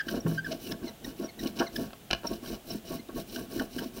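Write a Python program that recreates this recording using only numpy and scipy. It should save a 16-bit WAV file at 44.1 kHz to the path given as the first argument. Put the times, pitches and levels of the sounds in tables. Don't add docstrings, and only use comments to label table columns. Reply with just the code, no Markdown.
import sys
import numpy as np
from scipy import signal
from scipy.fft import rfft, irfft, next_fast_len
from scipy.io import wavfile
from scipy.ndimage import uniform_filter1d, map_coordinates

SR = 44100
rng = np.random.default_rng(int(sys.argv[2]) if len(sys.argv) > 2 else 0)


def output_pcm(signal):
    pcm = np.clip(np.atleast_2d(signal).T, -1, 1) * 32767
    wavfile.write(sys.argv[1], SR, np.round(pcm).astype(np.int16))


N = 176400


def amp(db):
    return 10 ** (np.asarray(db) / 20)


def unit(x):
    return x / np.sqrt(np.mean(x ** 2) + 1e-20)


def add(track, s, sound):
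    i = int(round(s * SR))
    part = sound[max(-i, 0):max(N - i, 0)]
    track[max(i, 0):max(i, 0) + len(part)] += part


def filtered(x, response):
    m = next_fast_len(len(x) + SR // 4)
    return irfft(rfft(x, m) * response(np.fft.rfftfreq(m, 1 / SR)), m)[:len(x)]


def colour(x, points):
    f, db = np.transpose(points)
    return filtered(x, lambda hz: amp(np.interp(np.log(hz + 1), np.log(f + 1), db)))


def ring(x, modes):
    return filtered(x, lambda f: sum(
        (-1) ** k * amp(db) * 1j * f * width / (hz * hz - f * f + 1j * f * width)
        for k, (hz, width, db) in enumerate(modes)))


def blow(modes):
    return ring(signal.unit_impulse(SR // 4), modes)


def wobble(rate, size=N):
    knots = rng.standard_normal(int(size * rate / SR) + 4)
    return map_coordinates(knots, [np.arange(size) * rate / SR])


def impacts(per_s, size=N):
    return (rng.random(size) < per_s / SR) * rng.standard_normal(size)


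def steady(x, window_s=0.035):
    power = np.abs(uniform_filter1d(x ** 2, int(window_s * SR)))
    return x / np.sqrt(power + 1e-3 * np.mean(x ** 2))


# (frequency [Hz], level [dB])
ROOM_TONE = [(15, -43), (25, 9), (194, 10.5), (812, 3), (981, -5), (1220, -3.5), (1870, -6.5), (2200, -6),
             (3050, -2), (3390, -3.5), (4450, -9), (11700, -11), (15800, -6.5)]
def room_tone():
    return amp(-52) * unit(colour(rng.standard_normal(N), ROOM_TONE))


def room_answer(x, t60_s=0.21):
    t = np.arange(SR // 2) / SR
    spectrum = [(200, 2.5), (700, 1.5), (1600, 0.0), (3000, -0.5), (12000, -11.5)]
    onset = 1 - np.exp(-t / 0.00031)
    tail = colour(rng.standard_normal(len(t)), spectrum) * amp(-60 * t / t60_s) * onset
    return signal.fftconvolve(x, tail / np.linalg.norm(tail))[:N]


# (frequency [Hz], width [Hz], level [dB])
HUM_MODE = [(199.9, 7.7, -0.5)]
def table_hum(roller):
    return ring(roller, HUM_MODE)


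# (frequency [Hz], width [Hz], level [dB])
TABLE_MODES = [(120, 12, -10), (161, 7, 0), (205, 14, -10), (272, 24, -13)]
# (time [s], peak [dB])
THUDS = [(0.249, -19), (0.2854, -24), (0.3679, -32)]
def table_thuds(top_hz=514):
    out = np.zeros(N)
    thud = signal.sosfilt(signal.butter(2, top_hz, fs=SR, output="sos"), blow(TABLE_MODES))
    for s, db in THUDS:
        add(out, s, amp(db) * thud / np.abs(thud).max())
    return out


# (frequency [Hz], width [Hz], level [dB])
PLATE_MODES = [(170, 75, -11.5), (207.1, 30, 0), (232, 49.4, 0), (277.8, 39.6, 0.5), (363.5, 39.4, -3.5),
               (471, 33, -3.5), (537, 200, -12), (674, 23, 1), (801, 20, -14), (931, 22, -8),
               (1108, 22, -3), (1359, 52, -7.5), (1557, 125, -6.5), (1790, 75, -12)]
def plate_at(favoured_hz, lift_db, octaves):
    return [(hz, width, db + lift_db * np.exp(-(np.log2(hz / favoured_hz) / octaves) ** 2))
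            for hz, width, db in PLATE_MODES]


# (frequency [Hz], level [dB])
KNOCK_COLOUR = [(30, -7), (100, -5), (180, -1.5), (270, 0.5), (350, 1.5), (460, -3.5), (670, -10),
                (1100, -14), (1700, -36), (3000, -35)]
# (time [s], peak [dB], pitch favoured by the spot [Hz])
KNOCKS = [(0.068, -30, 262), (0.127, -30, 328), (.175, -25.5, 288), (.547, -31.5, 298), (0.696, -37, 330),
          (0.73, -39, 300), (.843, -26, 253), (1.199, -25.5, 340), (1.21, -30.5, 217), (1.244, -29.5, 330),
          (1.43, -26.5, 258), (1.46, -23.5, 286), (1.602, -17.5, 314), (1.789, -26.5, 208),
          (1.802, -29, 273), (2.245, -29.5, 150), (2.312, -23, 318), (2.427, -34, 262), (2.5, -34.5, 198),
          (2.748, -30.5, 205), (2.907, -27, 333), (2.947, -34, 260), (2.993, -34.5, 246),
          (3.09, -32.5, 300), (2.851, -43.5, 330), (3.16, -26.5, 264), (3.56, -26.5, 263),
          (3.608, -25, 304), (3.763, -24.5, 261), (3.819, -28, 290), (3.857, -29, 262)]
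def plate_knocks():
    out = np.zeros(N)
    for s, db, favoured_hz in KNOCKS:
        spot = plate_at(favoured_hz, lift_db=9, octaves=0.38)
        modes = [(hz, width, level + rng.normal(0, 1.18)) for hz, width, level in spot]
        knock = colour(np.pad(blow(modes), (SR // 100, 0)), KNOCK_COLOUR)
        add(out, s - 0.012, amp(db) * knock / np.abs(knock).max())
    return out


# (frequency [Hz], level [dB])
CHATTER_COLOUR = [(100, -12), (300, -1), (600, 7.5), (1100, 0), (1700, -5.5), (3000, 5), (6000, -34)]
# (peak time [s], half length [s], level [dB], pitch favoured by the spot [Hz])
CHATTERS = [(0.153, 0.041, -38.5, 594), (0.269, 0.0063, -29.5, 283), (0.529, 0.034, -43.5, 600),
            (0.721, 0.0061, -40, 880), (0.891, 0.037, -47, 744), (1.068, 0.0052, -41, 650),
            (1.242, 0.033, -41, 690), (1.465, 0.03, -39.5, 554), (1.618, 0.019, -26.5, 1260),
            (1.803, 0.016, -40, 634), (2.255, 0.01, -34, 1020), (2.325, 0.018, -40.5, 730),
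            (2.851, 0.0053, -48, 650), (2.449, 0.0093, -43, 1300), (2.539, 0.022, -42.5, 610),
            (2.71, 0.0074, -38, 676), (2.921, 0.019, -38.5, 840), (3.099, 0.0121, -46, 1000),
            (3.182, 0.015, -38, 600), (3.386, 0.031, -42.5, 790), (3.526, 0.015, -45, 1100),
            (3.978, 0.012, -48.5, 650), (3.619, 0.013, -33.5, 730), (3.827, 0.018, -40.5, 940)]
def plate_chatter():
    out, t = np.zeros(N), np.arange(-SR // 5, SR // 5) / SR
    for s, half_s, db, favoured_hz in CHATTERS:
        spot = plate_at(favoured_hz, lift_db=6, octaves=0.74)
        rattle = ring(impacts(per_s=900, size=len(t)), spot)
        swell = amp(db) / (1 + (t / half_s) ** 2) ** 1.55
        add(out, s + t[0], swell * steady(colour(rattle, CHATTER_COLOUR)))
    return out


# (frequency [Hz], width [Hz], level [dB])
CLACK_MODES = [(131, 300, -1), (340, 58, 6), (674, 120, 2), (1114, 31, 1.5), (1346, 140, 1),
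               (1680, 113, 5.5), (2420, 290, 3), (2935, 261, 7), (4000, 290, 3.5), (4970, 740, -3.5),
               (5478, 320, -2), (6000, 420, -8), (10200, 3000, -24.5)]
# (time [s], peak [dB], brightness [dB per octave])
CLACKS = [(1.906, -38, -5.5), (1.932, -31.5, -5.5), (2.105, -25.5, -11), (2.1103, -12.5, 0.5),
          (2.1207, -27.5, -6.5), (2.131, -12.5, -1.5), (2.1481, -25.5, -3), (2.2332, -32.5, -9)]
def frame_clacks(give_hz=52.3, give_t60_s=0.06):
    out, t = np.zeros(N), np.arange(SR // 8) / SR
    give = np.sin(2 * np.pi * give_hz * t) * amp(-20 - 60 * t / give_t60_s)
    for s, db, tilt_db in CLACKS:
        scatter = 0.11 * rng.standard_normal(len(t)) * amp(-60 * t / 0.023)
        crack = ring(signal.unit_impulse(len(t)) + scatter, CLACK_MODES)
        clack = filtered(crack, lambda hz: amp(tilt_db * np.log2(np.clip(hz, 1000, 8000) / 1000)))
        add(out, s, amp(db) * (clack / np.abs(clack).max() + give))
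    return out


# (frequency [Hz], width [Hz], level [dB])
FRAME_MODES = [(1512, 40, -5), (2345, 296, -3.5), (2963, 148, 3), (3970, 384, 5), (4510, 1880, -1),
               (5446, 496, 4.5), (6230, 310, -14.5)]
# (start [s], length [s], first pitch [Hz], last pitch [Hz],
# fundamental [dB], overtones [dB], roughness [0-1])
CHIRPS = [(-.012, 0.034, 1674, 1580, -30, -43.5, 0.33), (0.081, 0.018, 1583, 1570, -32.5, -35.5, 0.34),
          (0.201, 0.014, 5560, 5650, -44, -75, 0.2), (0.374, 0.03, 1543, 1600, -30.5, -47.5, 0.09),
          (0.444, 0.015, 1760, 1660, -35, -48.5, 0.07), (0.458, 0.019, 1687, 1468, -33.5, -54, 0.11),
          (0.51, 0.033, 664, 623, -31, -72, 0.03), (0.511, 0.025, 1347, 1407, -55, -38.5, 0.8),
          (0.631, 0.11, 3082, 2489, -55.5, -71, 0.39), (0.712, 0.017, 1666, 1640, -42, -38, 0.48),
          (0.866, 0.035, 2180, 1890, -52, -45, 0.14), (1.044, 0.012, 1940, 1830, -44, -40, 0.3),
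          (1.233, 0.036, 5690, 5640, -47.5, -75, 0.14), (1.279, 0.031, 2295, 2030, -52, -52.5, 0.26),
          (1.388, 0.021, 1995, 1796, -47, -42.5, 0.2), (1.458, 0.012, 1457, 1410, -67, -40, 0.35),
          (1.587, 0.021, 1388, 1454, -55, -33, 0.83), (1.662, 0.023, 2230, 1890, -46.5, -43, 0.21),
          (1.758, 0.013, 1770, 1720, -35.5, -35.5, 0.24), (2.267, 0.015, 5690, 5400, -31, -43, 0.43),
          (2.459, 0.0079, 1575, 1566, -46.5, -43, 0.06), (2.702, 0.018, 5350, 5420, -38, -44, 0.56),
          (2.987, 0.022, 2130, 2110, -56, -54, 0.31), (3.085, 0.0061, 3880, 3780, -55, -55, 0.58),
          (3.359, 0.01, 1586, 1514, -37.5, -38, 0.5), (3.594, 0.012, 1690, 1445, -30, -37, 0.49),
          (3.782, 0.017, 1593, 1597, -37.5, -38, 0.42)]
def axle_chirps(scatter_hz=250.6, overtone_step_db=-3.5):
    out = np.zeros(N)
    for start, length, first_hz, last_hz, db, overtones_db, rough in CHIRPS:
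        size = int(length * SR)
        hz = np.linspace(first_hz, last_hz, size) + scatter_hz * rough * wobble(900, size)
        phase = 2 * np.pi * np.cumsum(hz) / SR
        overtones = sum(amp(overtone_step_db * k) * np.sin(k * phase)
                        for k in range(2, 5) if k * first_hz < SR / 2)
        grit = 6 * rough ** 2 * rng.standard_normal(size)
        rasp = amp(2 * wobble(1114, size))
        upper = unit(ring((unit(overtones) + grit) * rasp, FRAME_MODES))
        arc = np.interp(np.linspace(0, 1, size), [0, 0.45, 1], [0, np.pi / 2, np.pi])
        swell = np.sin(arc) * amp(1.5 * wobble(300, size))
        add(out, start, swell * (amp(db) * np.sin(phase) * np.sqrt(2) + amp(overtones_db) * upper))
    return out


def axle_rub(level, crackle):
    rub = colour(ring(crackle, FRAME_MODES), [(6200, -12), (7200, -6)])
    return level * unit(rub) * amp(2.44 * wobble(110))


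# (frequency [Hz], level [dB])
ROLL_COLOUR = [(30, 7), (100, 3), (200, -2.5), (350, -5.5), (670, -15), (1100, -22.5), (1700, -22),
               (3000, -24)]
def plate_rumble(level):
    plate = steady(colour(ring(impacts(per_s=1500), PLATE_MODES), ROLL_COLOUR))
    deep = [(15, -6), (30, 13), (48, 9), (65, -6), (120, -17), (250, -67)]
    table = unit(colour(rng.standard_normal(N), deep))
    return level * (plate + amp(-17) * table)


# (frequency [Hz], width [Hz], level [dB])
SIZZLE_MODES = [(5910, 530, -1), (7660, 82, -0.5), (8520, 120, -1.5), (9800, 310, -1), (11090, 290, 0.5),
                (11840, 180, -5.5), (13300, 970, -0.5), (15900, 2100, -1)]
# (time [s], level [dB])
PEELS = [(.105, -55), (.285, -50.5), (.72, -53), (1.055, -58), (1.598, -59), (1.763, -50), (1.822, -59),
         (2.275, -56.5), (2.94, -52), (3.363, -56), (3.79, -53)]
def ink_sizzle(level, crackle, peel_half_s=0.011):
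    t = np.arange(N) / SR
    peels = sum(amp(db) * np.exp(-((t - s) / peel_half_s) ** 2) for s, db in PEELS)
    return (level + peels) * unit(ring(crackle, SIZZLE_MODES)) * amp(1.7 * wobble(170))


# (start [s], end [s], ink sizzle [dB], axle rub [dB], rumble [dB],
# moment of greatest pressure [share of the stroke])
STROKES = [(0.056, 0.202, -52, -49.5, -33, 0.68), (0.249, 0.397, -53, -52, -34, 0.35),
           (0.439, 0.584, -54, -52, -37, 0.47), (0.588, 0.746, -50.5, -50.5, -34.5, 1),
           (0.816, 0.918, -58.5, -54.5, -38, 0.21), (1.027, 1.13, -54, -54, -37.5, 0.5),
           (1.158, 1.278, -57, -54, -41, 0.77), (1.379, 1.515, -51, -49.5, -35, 0.48),
           (1.552, 1.668, -51.5, -45.5, -35.5, 0.46), (1.713, 1.886, -53, -49.5, -33.5, 0.63),
           (2.23, 2.388, -53.5, -50, -38.5, .63), (2.417, 2.577, -50.5, -47.5, -37.5, 0.69),
           (2.65, 2.794, -50.5, -50.5, -38, .62), (2.846, 2.992, -51.5, -47, -38, 0.7),
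           (3.14, 3.235, -50, -50, -35.5, .35), (3.264, 3.465, -51, -48.5, -36.5, 0.65),
           (3.485, 3.668, -49.5, -49.5, -32.5, .62), (3.696, 3.9, -52, -49.5, -37.5, 0.55),
           (3.93, 4.038, -51, -52.5, -41, 0.514)]
def rolling():
    t = np.arange(N) / SR
    sizzle, rub, rumble = np.zeros((3, N))
    for start, end, ink_db, rub_db, rumble_db, crest in STROKES:
        speed = np.abs(np.sin(np.pi * np.clip((t - start) / (end - start), 0, 1)))
        crest_s = start + np.clip(crest, 0.1, 0.9) * (end - start)
        pressure = np.interp(t, [start - 0.06, crest_s, end + 0.047], [0, 1, 0])
        sizzle += amp(ink_db) * speed ** 0.65
        rub += amp(rub_db) * speed ** 0.75
        rumble += amp(rumble_db) * pressure ** 2.08
    fine_tears = unit(impacts(per_s=11000))
    thread_snaps = amp(-6.5) * unit(impacts(per_s=400))
    crackle = fine_tears + thread_snaps
    return ink_sizzle(sizzle, crackle) + axle_rub(rub, crackle) + plate_rumble(rumble)


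def scene():
    roller = rolling() + plate_chatter() + plate_knocks() + table_thuds()
    roller += frame_clacks() + axle_chirps()
    direct = roller + table_hum(roller)
    return (direct + amp(-16) * room_answer(direct) + room_tone())[None]


def record(dry):
    return np.array([filtered(channel, lambda hz: hz < 15800) for channel in dry])


dry = scene()
out = record(dry)
output_pcm(out)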